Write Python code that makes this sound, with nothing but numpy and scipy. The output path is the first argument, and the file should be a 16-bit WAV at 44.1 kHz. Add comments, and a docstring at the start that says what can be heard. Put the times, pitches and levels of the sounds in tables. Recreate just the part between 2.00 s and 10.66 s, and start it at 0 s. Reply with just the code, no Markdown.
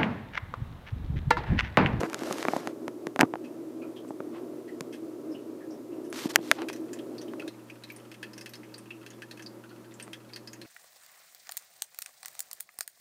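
"""At an aquarium with its filter running: hum lines from the pump, resonant noise from the tank, thin hiss.
The outflow drips and spits: each drop is a ringing bubble, a hollow plop, a splash and filtered spray.
The microphone is first at the glass: fingers rub (scuff and hiss) and bump (short pulses) its case, and
the drips are dull and distant. Then the drips are heard from above the water, close and bright, and a
quieter hum replaces the loud drone."""
import sys
import numpy as np
from scipy import signal
from scipy.fft import rfft, irfft, next_fast_len
from scipy.io import wavfile
from scipy.ndimage import map_coordinates

SR = 44100
rng = np.random.default_rng(int(sys.argv[2]) if len(sys.argv) > 2 else 0)


def generate_wav(signal):
    """Clip the signal to [-1, 1] and save it as 16-bit WAV at the path in sys.argv[1]."""
    frames = np.transpose(np.atleast_2d(signal))
    scaled = np.clip(frames, -1, 1) * 32767
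    pcm = np.round(scaled).astype(np.int16)
    wavfile.write(sys.argv[1], SR, pcm)


N = 381906

# Tank drone at the glass, before GLASS_LEVEL_DB. Each row: frequency in Hz, level in dB per Hz.
GLASS_DRONE_DB = [(30, -114), (70, -103), (105, -88), (170, -78.5), (205, -84), (245, -65), (285, -72.5),
                  (380, -67), (470, -74), (610, -75.5), (760, -86.5), (1150, -90), (1600, -98.5),
                  (2400, -104), (4000, -114)]
# Tank drone above the water. Each row: frequency in Hz, level in dB per Hz.
TOP_DRONE_DB = [(30, -109), (80, -101), (150, -91), (220, -73), (275, -100.5), (380, -82.5), (430, -79),
                (460, -85.5), (540, -80.5), (700, -91.5), (960, -89.5), (1350, -95), (1600, -97),
                (2400, -103), (5000, -116)]
# Main tank resonance. Each row: frequency in Hz, width in Hz, relative level in dB.
TANK_MODES = [(322.4, 27, 0)]
# Pump lines. Each row: multiple of PUMP_HZ, level at the glass in dB, level above the water in dB.
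PUMP_LINES = [(1, -63, -57.5), (2, -63.5, -61.5), (3, -55, -65), (6, -81.5, -76), (8, -75, -75),
              (10, -79, -75), (11, -74, -74)]
# Thin steady hiss. Each row: frequency in Hz, level in dB per Hz.
AIR_HISS_DB = [(1000, -104), (3000, -105), (5000, -105), (10000, -107), (13000, -108), (15500, -111)]
# Gain on everything in the drone at the glass. Each row: time in seconds, level in dB.
GLASS_LEVEL_DB = [(0, 1.5), (1.3, -0.54), (2.8, .3), (3.9, -.5), (5, 2.2), (5.5, 1)]
# Fingers sliding on the case. Each row: start in seconds, end in seconds, scuff pitch in Hz,
# nominal scuff level in dB, nominal hiss level in dB.
RUB_STROKES = [(0, .02, 480, -32, -44), (0.019, .07, 620, -31.5, -50.5), (0.053, 0.198, 830, -46.5, -56),
               (.171, 0.436, 600, -39.5, -45.5), (0.368, 0.614, 624, -41.5, -48.5),
               (0.54, 0.725, 643, -46, -55), (1.199, 1.221, 600, -29, -35.5), (1.233, 1.258, 410, -30, -60),
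               (2.327, 2.405, 1080, -49.5, -84), (4.125, 4.283, 830, -66, -40.5),
               (4.289, 4.322, 800, -53, -39), (4.332, 4.368, 900, -50, -46),
               (4.408, 4.577, 3740, -63, -50.5), (4.556, 4.652, 1150, -42.5, -63)]
# Scuff spectrum. Each row: multiple of the scuff pitch, relative level in dB.
SCUFF_DB = [(.05, -36.5), (.3, -1.5), (.7, 3.5), (1, 2.5), (1.4, -5.5), (2.5, -7.5), (4.5, -20),
            (14, -70.5)]
# Rubbing hiss spectrum. Each row: frequency in Hz, relative level in dB.
HISS_DB = [(200, -40), (900, 13.5), (2400, 9.5), (3300, 10), (5500, 8.5), (8500, 3), (11000, -1),
           (13500, 1.5), (15500, -25)]
# Fingers bumping the case. Each row: time in seconds, strength in dB, hardness in dB per octave
# (soft pad below 0, nail above), weight in dB of extra thud.
BUMP_HITS = [(.0068, -6, 0.5, 24), (.014, -4, -11.5, 1), (0.0335, 3, -7, 4), (.099, -14.5, 3, 4),
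             (.1317, -4, -2, -8), (0.1445, 0.5, 1.5, 18), (.192, -13.5, 3, 0), (.22, -12.5, -10.5, 7),
             (0.235, -6, -1.5, 7), (0.29, -12, -11.5, 0), (.31, -1, -11, 3), (0.3264, -3.5, 3.5, 7),
             (.384, -4.5, -0.5, -5), (0.4279, 3, -3.5, -13), (.452, 6, -9.5, -4.5), (0.4843, 7.5, -7.5, 0),
             (.535, -1.5, -13, -4.5), (.5642, 0.5, -10, -1.5), (.5675, -18, 6.5, 0), (0.6735, 1.5, -4, 7),
             (0.8806, 0.5, -5, 4.5), (1.0696, -0.5, -3, 12), (1.161, -0.5, -3.5, 10.5),
             (1.1926, 9.5, -6.5, 4), (1.2044, 8, -10.5, -3), (1.2102, 18.5, -1.5, -4),
             (1.218, 8, -14.5, -10), (1.2312, 8.5, -13.5, -2.5), (1.338, 2.5, -13, -16),
             (1.356, -3, -11.5, -9.5), (2.049, -22.5, -17.5, -7), (2.1064, -14.5, -16, -5),
             (2.2039, -7.5, -14, -4.5), (2.8083, -7, 3.5, 36), (4.1277, -6, 0, 4),
             (4.256, -11.5, -10.5, 14.5), (4.3589, 17, 6, 1.5), (4.389, -20.5, -13.5, 9.5),
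             (4.5144, 19.5, -1.5, -7.5), (4.6197, -2, -4.5, -3), (4.7, -2.5, -4, -11),
             (5.336, -10.5, -7.5, -4), (8.079, -14, -6, -3)]
# Colour of the case. Each row: frequency in Hz, gain in dB.
CASE_DB = [(20, -44.5), (70, -25), (150, -0.5), (280, 7.5), (450, 2), (660, 3.5), (1100, 1.5), (1900, -0.5),
           (2600, -1.5), (3300, -3.5), (4200, -1.5), (6800, 4), (8500, -5), (11000, -0.5), (13200, -14),
           (15000, -17.5), (18000, -21.5)]
# Clearest drips. Each row: time in seconds, bubble pitch in Hz, bubble level in dB, splash level in dB
# (before the shifts that follow drop size).
CLEAR_DRIPS = [(1.439, 2570, -57, -61.5), (1.814, 2480, -53, -69.5), (1.82, 1330, -56.5, -74),
               (1.96, 3240, -52, -63.5), (2.075, 8000, -63, -66), (2.676, 1920, -51.5, -66),
               (2.924, 3200, -59, -53.5), (3.314, 5170, -59.5, -76), (3.343, 2880, -53, -74),
               (3.605, 1720, -55.5, -77), (3.704, 5540, -58, -77.5), (3.914, 2720, -62, -79),
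               (4.04, 10900, -68, -65.5), (4.1003, 10300, -57, -72), (4.6858, 2530, -46, -44.5),
               (4.73, 5960, -53, -51.5), (4.761, 5980, -60, -58.5), (4.932, 7200, -49.5, -52),
               (4.989, 3200, -54, -59), (5.1818, 4580, -48.5, -63), (5.215, 5940, -54, -58),
               (5.281, 3080, -56, -68), (5.397, 2560, -43.5, -55.5), (5.42, 1390, -51, -60),
               (5.4782, 3960, -48.5, -51), (5.699, 2600, -48.5, -59.5), (5.837, 4070, -48, -56),
               (5.901, 2320, -45, -56.5), (5.921, 13300, -57, -70), (5.963, 9450, -53.5, -61.5),
               (6.1157, 2660, -68, -54.5), (6.142, 2660, -69, -58), (6.229, 1736, -43.5, -47.5),
               (6.333, 5130, -53.5, -59), (6.379, 5500, -51, -53), (6.411, 5070, -50.5, -53),
               (6.46, 2600, -60, -48.5), (6.4928, 12700, -57, -62), (6.5359, 4280, -49.5, -53),
               (6.554, 5200, -54, -57.5), (6.6324, 2160, -57, -65.5), (6.741, 4610, -47.5, -58.5),
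               (6.781, 8950, -53, -59), (6.906, 2660, -42.5, -63), (7.0635, 2690, -54, -53.5),
               (7.104, 6550, -55.5, -62), (7.2204, 1720, -46.5, -52.5), (7.3112, 4200, -49, -53),
               (7.374, 2660, -62, -59), (7.395, 1720, -51.5, -57.5), (7.4236, 6140, -56.5, -56.5),
               (7.462, 4740, -45, -63), (7.638, 1470, -54.5, -65), (7.712, 1460, -56, -81),
               (7.94, 7300, -57.5, -68), (7.999, 2560, -53, -51), (8.026, 8640, -47, -58),
               (8.132, 3250, -46, -49), (8.3344, 4700, -46, -60), (8.3609, 4400, -46, -50.5),
               (8.474, 4970, -46.5, -56.5), (8.532, 6560, -52, -55), (8.6153, 4120, -51, -54.5)]
# Air space over the water, plop: lowest mode and higher. Each row: Hz, width in Hz, relative level in dB.
HOLLOW_MODES = [(1720, 330, 0), (2180, 112, -4)]
# Air space over the water, splash. Each row: frequency in Hz, width in Hz, relative level in dB.
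HOOD_MODES = [(2588, 180, 11), (3250, 220, 5.5), (4140, 460, -1), (4750, 150, 1.5)]
# Spray spectrum. Each row: frequency in Hz, relative level in dB.
SPRAY_SPECTRUM_DB = [(3500, -21), (4900, 9.5), (5260, 15.5), (5600, 10.5), (6100, 12), (7600, 3),
                     (8750, 10.5), (9200, 3.5), (9800, 9.5), (11300, -1.5), (12700, 5), (15500, -12)]

PUMP_HZ = 120  # twice the mains frequency
SWITCH_S, FADE_S = 5.487, 0.012  # hum above the water takes over from the drone at the glass
CONTACT_HZ, CONTACT_DROOP_DB = 1496, 3  # middle of a push's spectrum; fall per squared octave from it
CONTACT_OCTAVES = 1.97  # hardness and droop stop changing further out
THUD_HZ = 556  # the finger's weight acts below this
CRACK_HZ, CRACK_OCTAVES = 2050, 0.6  # a heavy blow flexes the case and cracks around this pitch
CRACK_DB_PER_DB = 0.27  # crack growth with blow strength
JOIN_S = 4.05  # drips are close, above the water, from here on
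FAR_T60_S, NEAR_T60_S = 0.15, 0.066  # drip echo through the glass; above the water
PLOP_DB, SPRAY_DB = -1, -2  # relative to the splash
MID_DROP_HZ = 3600  # smaller drops ring higher
SPRAY_DB_PER_OCTAVE, HOOD_DB_PER_OCTAVE = 3, -3.5  # smaller drops: more spray, less air-space ring
TOP_HZ, BASS_CUT_HZ = 15450, 45


def amp(db):
    """Decibels to gain."""
    return 10 ** (np.asarray(db) / 20)


def unit(x):
    """Scale to rms 1."""
    return x / np.sqrt(np.mean(x ** 2) + 1e-20)


def colour(points):
    """Gain as a function of frequency, from (Hz, dB) points on a log axis."""
    point_hz, db = np.transpose(points)
    return lambda hz: amp(np.interp(np.log(hz + 1), np.log(point_hz + 1), db))


def resonances(modes):
    """Causal response of (Hz, width Hz, dB) modes, summed with alternating sign."""
    def response(hz):
        total = 0
        for k, (centre_hz, width_hz, db) in enumerate(modes):
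            damping = 1j * hz * width_hz
            total = total + (-1) ** k * amp(db) * damping / (centre_hz ** 2 - hz ** 2 + damping)
        return total
    return response


def filtered(x, response):
    """Apply a response of frequency to x."""
    size = next_fast_len(len(x) + 4096)
    return irfft(rfft(x, size) * response(np.fft.rfftfreq(size, 1 / SR)), size)[:len(x)]


def noise(response):
    """Noise whose level per Hz follows the response."""
    return filtered(rng.standard_normal(N), response) * np.sqrt(SR / 2)


def wobble(rate_hz):
    """Smooth random curve, rate_hz knots a second."""
    knots = rng.standard_normal(int(N * rate_hz / SR) + 4)
    return map_coordinates(knots, [np.arange(N) * rate_hz / SR])


def add(track, start_s, sound):
    """Mix a sound into the track."""
    part = track[max(round(start_s * SR), 0):][:len(sound)]
    part += sound[:len(part)]


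def pulse(gain):
    """Shortest causal (minimum-phase) pulse with this spectrum, by folding the cepstrum."""
    cepstrum = irfft(np.log(np.maximum(gain, 1e-6)))
    half = len(cepstrum) // 2
    folded = np.r_[cepstrum[0], 2 * cepstrum[1:half], np.zeros(half)]
    return irfft(np.exp(rfft(folded)))


def tank_resonance():
    """Water shakes the tank: noise through its main mode, at rms 1."""
    skirt = colour([(150, -20), (295, 0), (355, 0), (700, -24)])
    return unit(noise(lambda hz: resonances(TANK_MODES)(hz) * skirt(hz)))


def filter_hum(glass_tank_db=-42.0, top_tank_db=-52.5, churn_db=1.0, top_db=-0.1):
    """Pump lines, the water-shaken tank and a thin hiss, crossfaded from the glass to above the water."""
    t = np.arange(N) / SR
    glass = noise(colour(GLASS_DRONE_DB)) + amp(glass_tank_db) * tank_resonance()
    top = noise(colour(TOP_DRONE_DB)) + amp(top_tank_db) * tank_resonance()
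    # the flow churns unevenly
    glass = glass * amp(churn_db * wobble(14)) + noise(colour(AIR_HISS_DB))
    top = top * amp(churn_db * wobble(12)) + noise(colour(AIR_HISS_DB))
    for multiple, at_glass_db, above_db in PUMP_LINES:
        line = np.sqrt(2) * np.sin(2 * np.pi * (round(multiple) * PUMP_HZ * t + rng.random()))
        glass = glass + amp(at_glass_db) * line
        top = top + amp(above_db) * line
    switched = np.clip((t - SWITCH_S) / FADE_S, 0, 1)
    glass_db = np.interp(t, *np.transpose(GLASS_LEVEL_DB))
    return (1 - switched) * amp(glass_db) * glass + switched * amp(top_db) * top


def rubs(grip_db=2.5, grain_db=2.0, press_db=0.6, grit=0.42, grit_rate_hz=190):
    """Skin sticks and slips on the case: a low scuff and a gritty hiss that swell with each stroke."""
    t = np.arange(N) / SR
    slips = (rng.random(N) < grit_rate_hz / SR) * rng.laplace(size=N)  # many small, a few sharp
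    grains = unit(filtered(slips, lambda hz: colour(HISS_DB)(hz) / (1 + (hz / 6000) ** 2)))
    hiss = unit(noise(colour(HISS_DB)) * amp(grain_db * wobble(640)))
    sliding = unit(hiss + grit * grains)
    grip, pressure = amp(grip_db * wobble(160)), amp(press_db * wobble(45))
    track = np.zeros(N)
    for start_s, end_s, pitch_hz, scuff_db, hiss_db in RUB_STROKES:
        span = (t >= start_s) & (t < end_s)
        stroke = np.sqrt(np.abs(np.sin(np.pi * (t[span] - start_s) / (end_s - start_s))))
        scuff_colour = colour([(k * pitch_hz, db) for k, db in SCUFF_DB])
        scuff = unit(filtered(rng.standard_normal(N)[span], scuff_colour) * grip[span])
        track[span] += stroke * (amp(scuff_db) * scuff + amp(hiss_db) * sliding[span])
    return track * pressure


def bumps(place_db=2.5, lag_s=0.00027, rattle_db=-14, rattle_t60_s=0.023, size=4096):
    """Each bump is one short push through the case, with a brief rattle after it."""
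    track, hz, t = np.zeros(N), np.fft.rfftfreq(size, 1 / SR), np.arange(size) / SR
    # bending waves bring the treble first; lag_s is the delay at 1 kHz
    bending = np.exp(-4j * np.pi * lag_s * np.sqrt(1000 * hz))
    octaves = np.clip(np.log2((hz + 1) / CONTACT_HZ), -CONTACT_OCTAVES, CONTACT_OCTAVES)
    bass = 1 / (1 + (hz / THUD_HZ) ** 4)
    crack = np.exp(-(np.log2((hz + 1) / CRACK_HZ) / CRACK_OCTAVES) ** 2)
    rattle_colour = colour([(700, 10.0), (1500, 4.5), (4000, -19), (10000, -15.0)])
    for start_s, db, hardness, weight_db in BUMP_HITS:
        # each spot on the case favours its own resonances
        spot = amp(place_db * map_coordinates(rng.standard_normal(40), [np.sqrt(hz) / 4]))
        contact_db = db + hardness * octaves - CONTACT_DROOP_DB * octaves ** 2 + weight_db * bass
        crack_db = CRACK_DB_PER_DB * max(db, 0) * crack
        gain = spot * colour(CASE_DB)(hz) * amp(contact_db + crack_db)
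        push = irfft(rfft(pulse(gain)) * bending)[:size // 2]
        tail = rng.standard_normal(size) * amp(-60 * t / rattle_t60_s)
        rattle = filtered(signal.fftconvolve(push, tail / np.linalg.norm(tail)), rattle_colour)
        add(track, start_s, push)
        add(track, start_s, amp(rattle_db) * rattle)
    return track


def drip(hz, bubble_db, plop_db, splash_db, spray_db, t60_s, cycles=28, rise=0.023,
         bubble_direct=0.42, smack_direct=0.53, room_db=-22, room_t60_s=0.31):
    """A drop smacks the surface and traps a bubble; both scatter between the tank's walls."""
    t = np.arange(SR // 4) / SR
    # close drips arrive directly, far ones swell out of their echo
    near = np.clip((0.16 - t60_s) / 0.083, 0, 1)
    onset = 1 - np.exp(-t / (0.0001 + 0.0063 * (1 - near)))
    decay = onset * (amp(-60 * t / t60_s) + amp(room_db - 60 * t / room_t60_s))

    def echo(direct=smack_direct):
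        """Decaying noise for the walls plus a direct click for near drips."""
        walls = decay * rng.standard_normal(len(t))
        return walls / np.linalg.norm(walls) + direct * near * (t == 0)

    age = t * hz / cycles  # 1 when the bubble has fallen 60 dB
    # the pitch climbs as the bubble nears the surface
    phase = 2 * np.pi * hz * t * (1 + rise * (np.minimum(age, 1) - 0.25))
    bubble = (1 - np.exp(-t * hz)) * amp(-60 * age) * np.sin(phase)
    ring = signal.fftconvolve(bubble, echo(bubble_direct))[:len(t)]
    plop_band = colour([(800, -24), (1550, 0), (2200, 0), (4000, -20)])
    plop = filtered(echo(), lambda f: resonances(HOLLOW_MODES)(f) * plop_band(f))
    splash_band = colour([(1300, -20), (2400, 0), (5000, 0), (8000, -14)])
    splash = filtered(echo(), lambda f: resonances(HOOD_MODES)(f) * splash_band(f))
    spray = filtered(echo(), colour(SPRAY_SPECTRUM_DB))
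    parts = zip((bubble_db, plop_db, splash_db, spray_db), (ring, plop, splash, spray))
    # levels are rms over 20 ms
    return sum(amp(db) * unit(part) for db, part in parts) * np.sqrt(0.02 / t[-1])


def drop(hz, bubble_db, splash_db, t60_s):
    """A drip whose splash follows its size: big drops ring the air space, small ones throw spray."""
    small_octaves = np.log2(hz / MID_DROP_HZ)
    hood_db = splash_db + HOOD_DB_PER_OCTAVE * small_octaves
    spray_db = splash_db + SPRAY_DB + SPRAY_DB_PER_OCTAVE * small_octaves
    return drip(hz, bubble_db, splash_db + PLOP_DB, hood_db, spray_db, t60_s)


def outflow(trickle_db=-66, trickle_hz=2400, spread_octaves=0.9, scatter_db=4,
            trickle_splash_db=-6, count=90):
    """Single drips, and above the water a faint trickle of random small drops between them."""
    water = np.zeros(N)
    for start_s, hz, bubble_db, splash_db in CLEAR_DRIPS:
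        t60_s = FAR_T60_S if start_s < JOIN_S else NEAR_T60_S
        add(water, start_s, drop(hz, bubble_db, splash_db, t60_s))
    for start_s, pitch, level in rng.uniform([JOIN_S, -1, -1], [N / SR, 1, 1], (count, 3)):
        hz = trickle_hz * 2 ** (spread_octaves * pitch)
        db = trickle_db + scatter_db * level
        add(water, start_s, drop(hz, db, db + trickle_splash_db, NEAR_T60_S))
    return water


def scene():
    """Tank, handling and water in one channel."""
    return (filter_hum() + rubs() + bumps() + outflow())[None]


def record(dry):
    """The input clips at full scale; the deepest bass and everything above TOP_HZ are cut."""
    def band(hz):
        bass_cut = 1j * hz / (BASS_CUT_HZ + 1j * hz)
        return bass_cut / np.sqrt(1 + (hz / TOP_HZ) ** 160)
    return np.array([filtered(np.clip(x, -1, 1), band) for x in dry])


dry = scene()
out = record(dry)
generate_wav(out)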